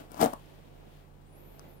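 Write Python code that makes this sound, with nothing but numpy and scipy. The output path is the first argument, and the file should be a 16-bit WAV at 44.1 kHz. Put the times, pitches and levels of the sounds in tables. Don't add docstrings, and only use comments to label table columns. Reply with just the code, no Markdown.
import sys
import numpy as np
from scipy import signal
from scipy.fft import rfft, irfft
from scipy.io import wavfile
from scipy.ndimage import uniform_filter1d, map_coordinates

SR = 44100
rng = np.random.default_rng(int(sys.argv[2]) if len(sys.argv) > 2 else 0)


def master_out(mix):
    frames = np.transpose(np.atleast_2d(mix))
    ceiling = np.clip(frames, -1, 1)
    pcm = np.round(ceiling * 32767).astype(np.int16)
    wavfile.write(sys.argv[1], SR, pcm)


N = 79380

# [t/s, level/dB]
PULL_STRAIN = [(0, -46), (.03, -57), (.09, -60.5), (.125, -50), (.155, -50), (.195, -42), (.212, -25),
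               (.238, -31), (.262, -34.5), (.29, -45.5), (.332, -49.5), (.35, -58.5), (.42, -65)]
# [f/Hz, level/dB]
FIBRE_COLOUR = [(150, -8.5), (600, 6), (1100, 12.5), (1900, 5.5), (3500, 1.5), (6000, -4), (9500, -3.5),
                (13000, -1), (16000, 6)]
# [f/Hz, level/dB]
CREAK_COLOUR = [(50, -16), (110, -0.5), (200, -2.5), (300, 2.5), (420, -4), (650, -1.5), (1100, -4),
                (1700, -13), (4000, -38.5)]
FIBRES_PER_S, FIBRE_SPREAD_DB, STRAIN_FLUTTER_DB = 14000, 2.0, 1.0
CREAK_DB = 1.5

# [t/s, crack level/dB, crack centre f/Hz, thump level/dB, panel pitch f/Hz]
STITCHES = [(0.1180, -37, 13000, -37, 400), (0.1440, -41, 3800, -34, 650), (0.1690, -48, 9000, -37, 850),
            (0.1780, -42, 9000, -32, 1000), (0.1937, -45, 6000, -25, 1000), (0.2030, -34, 6000, -17, 760),
            (0.2083, -33, 6000, -23, 900), (0.2126, -27, 3800, -18, 780), (0.2141, -26, 4000, -17, 750),
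            (0.2153, -21, 6500, -17, 800), (0.2247, -25, 5500, -18, 900), (0.2272, -26, 4500, -10, 600),
            (0.2289, -27, 10000, -11, 640), (0.2315, -26, 6000, -10, 620), (0.2339, -26, 5500, -13, 620),
            (0.2358, -35, 6000, -17, 560), (0.2376, -31, 12000, -14, 500), (0.2423, -22, 9500, -10, 560),
            (0.2487, -26, 9500, -15, 480), (0.2598, -28, 8000, -12, 680), (0.3324, -41, 7000, -25, 680),
            (0.3346, -41, 9000, -27, 1000), (0.3363, -35, 13000, -27, 820)]
CRACK_S, CRACK_WIDTH_OCT, CRACK_LIFT_DB = .0009, 1.2, 2.5
THUMP_S, SOFT_THUMP_S = .0008, .0016
UPPER_HZ, UPPER_DB, UPPER_SCATTER_OCT = 300, -11, .25
BODY_CUT_HZ = 110

# [f/Hz, level/dB, time to fall 60 dB t/s]
RING_TONES = [(118, -2, .2), (190, -4, .16), (232, 1, .16), (283, 2, .14), (391, -7, .13), (461, -2, .14),
              (548, -5, .16), (605, -7, .15), (674, -1, .16), (740, -7, .15), (856, -8, .2), (968, -9, .19),
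              (1088, -11, .18)]
RING_DB = -64.5
# [f/Hz, level/dB]
FAR_COLOUR = [(60, -17.5), (250, -2), (450, -8), (700, -10.5), (1100, -9.5), (1600, -18.5), (2500, -12),
              (6000, -20.5), (11000, -39), (16000, -27)]
FAR_LAG_S = 0.00035

# [f/Hz, level/dB, time to fall 60 dB t/s]
ROOM_TAIL = [(120, -12, 0.15), (300, -19.5, 0.28), (670, -12, 0.2), (1160, -8.5, 0.17), (2580, -8, 0.093),
             (4970, -23, 0.16), (9900, -20, 0.44), (16000, -27, 0.14)]
ROOM_BUILD_S = 0.0026

# [t/s, dull rubbing level/dB, hiss level/dB]
HANDLING = [(0, -50.5, -57.5), (.09, -59.5, -72), (.4, -62, -62.5), (.5, -57.5, -62.5), (.73, -59, -67.5),
            (.85, -56.5, -66.5), (.97, -61, -63.5), (1.12, -64.5, -76), (1.25, -63, -73.5),
            (1.38, -56, -69), (1.52, -57.5, -68), (1.66, -54, -64.5), (1.8, -60, -74)]
# [f/Hz, level/dB]
RUB_COLOUR = [(100, -8.5), (220, 1), (420, 2.5), (850, -5.5), (1300, -17.5), (2500, -18.5), (6000, -44)]
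# [f/Hz, level/dB]
HISS_COLOUR = [(500, -12), (1500, 2), (3300, 3), (5500, -6.5), (9000, -10.5), (16000, -2)]
RUB_PAN_DB, HISS_PAN_DB = -4, 4.5

# [f/Hz, level/dB, left minus right level/dB]
HUM = [(35.6, -58.5, 1), (89.1, -68, -21), (142, -62, -7)]
HUM_WAVER = 0.014
# [f/Hz, level/dB]
AIR_COLOUR = [(20, -6.5), (42, 23), (65, -45), (110, -1), (165, 14.5), (300, -9), (800, -8), (2000, -24),
              (6000, -44.5), (16000, -38)]
AIR_DB, AIR_PAN_DB = -62, -5

# [t/s, level/dB]
TICKS = [(0.4590, -54), (1.5948, -34)]
# [f/Hz, level/dB]
TICK_COLOUR = [(200, -2), (800, 7), (1800, 2), (3500, -1), (5500, 2), (10500, 0), (13000, -12),
               (16000, -20)]
TICK_S = .0005

# [t/s, ridges crossed per second f/Hz, level/dB]
SLIDE = [(1.26, 7800, -76), (1.31, 9650, -76), (1.36, 11150, -66), (1.41, 12000, -65), (1.46, 12250, -64),
         (1.51, 11750, -65), (1.555, 12350, -65), (1.6, 14000, -67), (1.645, 14800, -70),
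         (1.67, 14250, -68), (1.69, 13500, -70), (1.72, 13150, -71), (1.745, 12350, -65),
         (1.77, 11000, -72), (1.8, 8500, -82)]
# [t/s, ridges crossed per second f/Hz, level/dB]
SECOND_SLIDE = [(1.68, 12800, -66), (1.70, 12400, -64), (1.715, 11900, -66), (1.733, 10800, -75),
                (1.75, 9800, -100)]
# [pitch ratio, level/dB]
THREADS = [(1, 0), (1.03, -6), (.965, -13), (.82, -20), (1.27, -19)]
SLIDE_JITTER, SLIDE_BLUR, SLIDE_WOBBLE_HZ = .004, .08, 900
SLIDE_BLUR_DB, SLIDE_LIFT_DB, SLIDE_PAN_DB = -7, 1, 6

# [f/Hz, level/dB]
MIC_COLOUR = [(20, 0), (9000, 0), (13000, -2), (16000, -6)]
TOP_HZ = 15750


def undb(db):
    return 10 ** (np.asarray(db) / 20)


def unit(x):
    return x / np.sqrt(np.mean(x ** 2) + 1e-20)


def curve(rows, axis=1):
    rows = np.array(rows)
    return np.interp(np.arange(N) / SR, rows[:, 0], rows[:, axis])


def colour(x, points):
    points, size = np.array(points), 4096
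    f = np.maximum(np.arange(size // 2 + 1) * SR / size, 1)
    level_db = np.interp(np.log(f), np.log(points[:, 0]), points[:, 1])
    cepstrum = irfft(np.log(undb(level_db)))
    cepstrum[1:size // 2] *= 2
    cepstrum[size // 2 + 1:] = 0
    response = irfft(np.exp(rfft(cepstrum)))
    return signal.fftconvolve(x, response)[:N]


def noise(points):
    return unit(colour(rng.standard_normal(N), points))


def walk(rate_hz):
    f = np.arange(N // 2 + 1) * SR / N
    smoothing = (1 + (f / rate_hz) ** 2) ** 2
    return unit(irfft(rfft(rng.standard_normal(N)) / smoothing, N))


def pan(db):
    return undb(np.array([[db], [-db]]) / 2)


def grains(per_s, spread_db):
    hits = rng.random(N) < per_s / SR
    signs = np.sign(rng.standard_normal(N))
    sizes = undb(spread_db * np.minimum(rng.exponential(size=N), 5))
    return unit(hits * signs * sizes)


def burst(start, decay_s):
    age = np.arange(N) / SR - start
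    spray = (age >= 0) * np.exp(-np.abs(age) / decay_s) * np.tanh(rng.standard_normal(N))
    return spray * np.sqrt(decay_s * SR) / np.linalg.norm(spray)


def fibres():
    clicks = grains(FIBRES_PER_S, FIBRE_SPREAD_DB)
    strain = undb(curve(PULL_STRAIN) + STRAIN_FLUTTER_DB * walk(rate_hz=240))
    crackle = strain * unit(colour(clicks, FIBRE_COLOUR))
    creak = undb(CREAK_DB) * strain * unit(colour(clicks, CREAK_COLOUR))
    return crackle, creak


def crack(start, centre_hz):
    hz = np.geomspace(200, 16000, num=12)
    octaves_off = np.log2(hz / centre_hz)
    db = -10 * np.log10(1 + (octaves_off / CRACK_WIDTH_OCT) ** 2)
    return colour(burst(start, CRACK_S), np.column_stack([hz, db]))


def recoil(start, hz, decay_s):
    age = np.maximum(np.arange(N) / SR - start, 0)
    swell = age / decay_s * np.exp(1 - age / decay_s)
    return -swell * np.sin(2 * np.pi * hz * age)


def stitches():
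    cracks, thumps = 0, 0
    for start, crack_db, crack_hz, thump_db, panel_hz in STITCHES:
        cracks = cracks + undb(crack_db + CRACK_LIFT_DB) * crack(start, crack_hz)
        upper_hz = UPPER_HZ * 2 ** (UPPER_SCATTER_OCT * rng.standard_normal())
        soft = undb(UPPER_DB) * recoil(start, upper_hz, SOFT_THUMP_S)
        thumps = thumps + undb(thump_db) * (recoil(start, panel_hz, THUMP_S) + soft)
    return cracks, thumps


def low_ring(body):
    t = np.arange(N) / SR
    ring = sum(undb(db - 60 * t / t60) * np.cos(2 * np.pi * hz * t) for hz, db, t60 in RING_TONES)
    return undb(RING_DB) * signal.fftconvolve(body, ring)[:N]


def rip():
    crackle, creak = fibres()
    cracks, thumps = stitches()
    low_cut = signal.butter(2, BODY_CUT_HZ, "high", fs=SR, output="sos")
    body = signal.sosfilt(low_cut, thumps + creak)
    return body + low_ring(body) + cracks + crackle


def room(x):
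    t = np.arange(N) / SR
    band_hz = np.array(ROOM_TAIL)[:, 0]
    log_f = np.log(np.maximum(np.arange(N // 2 + 1) * SR / N, 1))
    white = rfft(rng.standard_normal((2, N)))
    tail = 0
    for (_, db, t60), share in zip(ROOM_TAIL, np.eye(len(ROOM_TAIL))):
        fade = np.exp(-np.log(1000) * t / t60) * (1 - np.exp(-(t / ROOM_BUILD_S) ** 2))
        band = irfft(white * np.interp(log_f, np.log(band_hz), share), N)
        tail = tail + undb(db) * fade / np.linalg.norm(fade) * band
    return signal.fftconvolve(x[None], tail, axes=1)[:, :N]


def handling():
    rub = np.array([noise(RUB_COLOUR) for _ in range(2)])
    rub_level = undb(curve(HANDLING, axis=1) + 0.76 * walk(rate_hz=63))
    hiss = np.array([unit(colour(grains(per_s=14000, spread_db=3.2), HISS_COLOUR)) for _ in range(2)])
    hiss_level = undb(curve(HANDLING, axis=2))
    return rub * rub_level * pan(RUB_PAN_DB) + hiss * hiss_level * pan(HISS_PAN_DB)


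def hum():
    total = 0
    for hz, db, side_db in HUM:
        pitch = hz * (1 + HUM_WAVER * walk(rate_hz=12))
        tone = np.sqrt(2) * np.sin(2 * np.pi * np.cumsum(pitch) / SR)
        total = total + undb(db) * pan(side_db) * tone
    return total


def room_air():
    shared = noise(AIR_COLOUR)
    separate = np.array([noise(AIR_COLOUR), noise(AIR_COLOUR)])
    return undb(AIR_DB) * unit(shared + 0.75 * separate) * pan(AIR_PAN_DB)


def ticks():
    bursts = sum(undb(db) * burst(start, TICK_S) for start, db in TICKS)
    return colour(bursts, TICK_COLOUR)


def slide(path):
    hz = uniform_filter1d(curve(path, axis=1), size=900)

    def tone(ratio, jitter):
        pitch = hz * ratio * (1 + jitter * walk(rate_hz=SLIDE_WOBBLE_HZ))
        return np.sin(2 * np.pi * np.cumsum(pitch) / SR)

    def one_side():
        return sum(undb(db) * (tone(ratio, SLIDE_JITTER) + undb(SLIDE_BLUR_DB) * tone(ratio, SLIDE_BLUR))
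                   for ratio, db in THREADS)

    sides = np.array([one_side() for _ in range(2)])
    started = 1. * (np.arange(N) / SR > path[0][0])
    moving = uniform_filter1d(started, size=600)
    return sides * moving * undb(curve(path, axis=2) + SLIDE_LIFT_DB) * pan(SLIDE_PAN_DB)


def scene():
    near = rip() + ticks()
    far = map_coordinates(colour(near, FAR_COLOUR), [np.arange(N) - FAR_LAG_S * SR], order=3)
    shoe = np.array([near, far]) + room(near)
    zips = slide(SLIDE) + slide(SECOND_SLIDE)
    return shoe + handling() + zips + hum() + room_air()


def record(dry):
    soft = np.array([colour(side, MIC_COLOUR) for side in dry])
    top_cut = signal.ellip(10, .2, 70, TOP_HZ, fs=SR, output="sos")
    return signal.sosfilt(top_cut, soft)


dry = scene()
out = record(dry)
master_out(out)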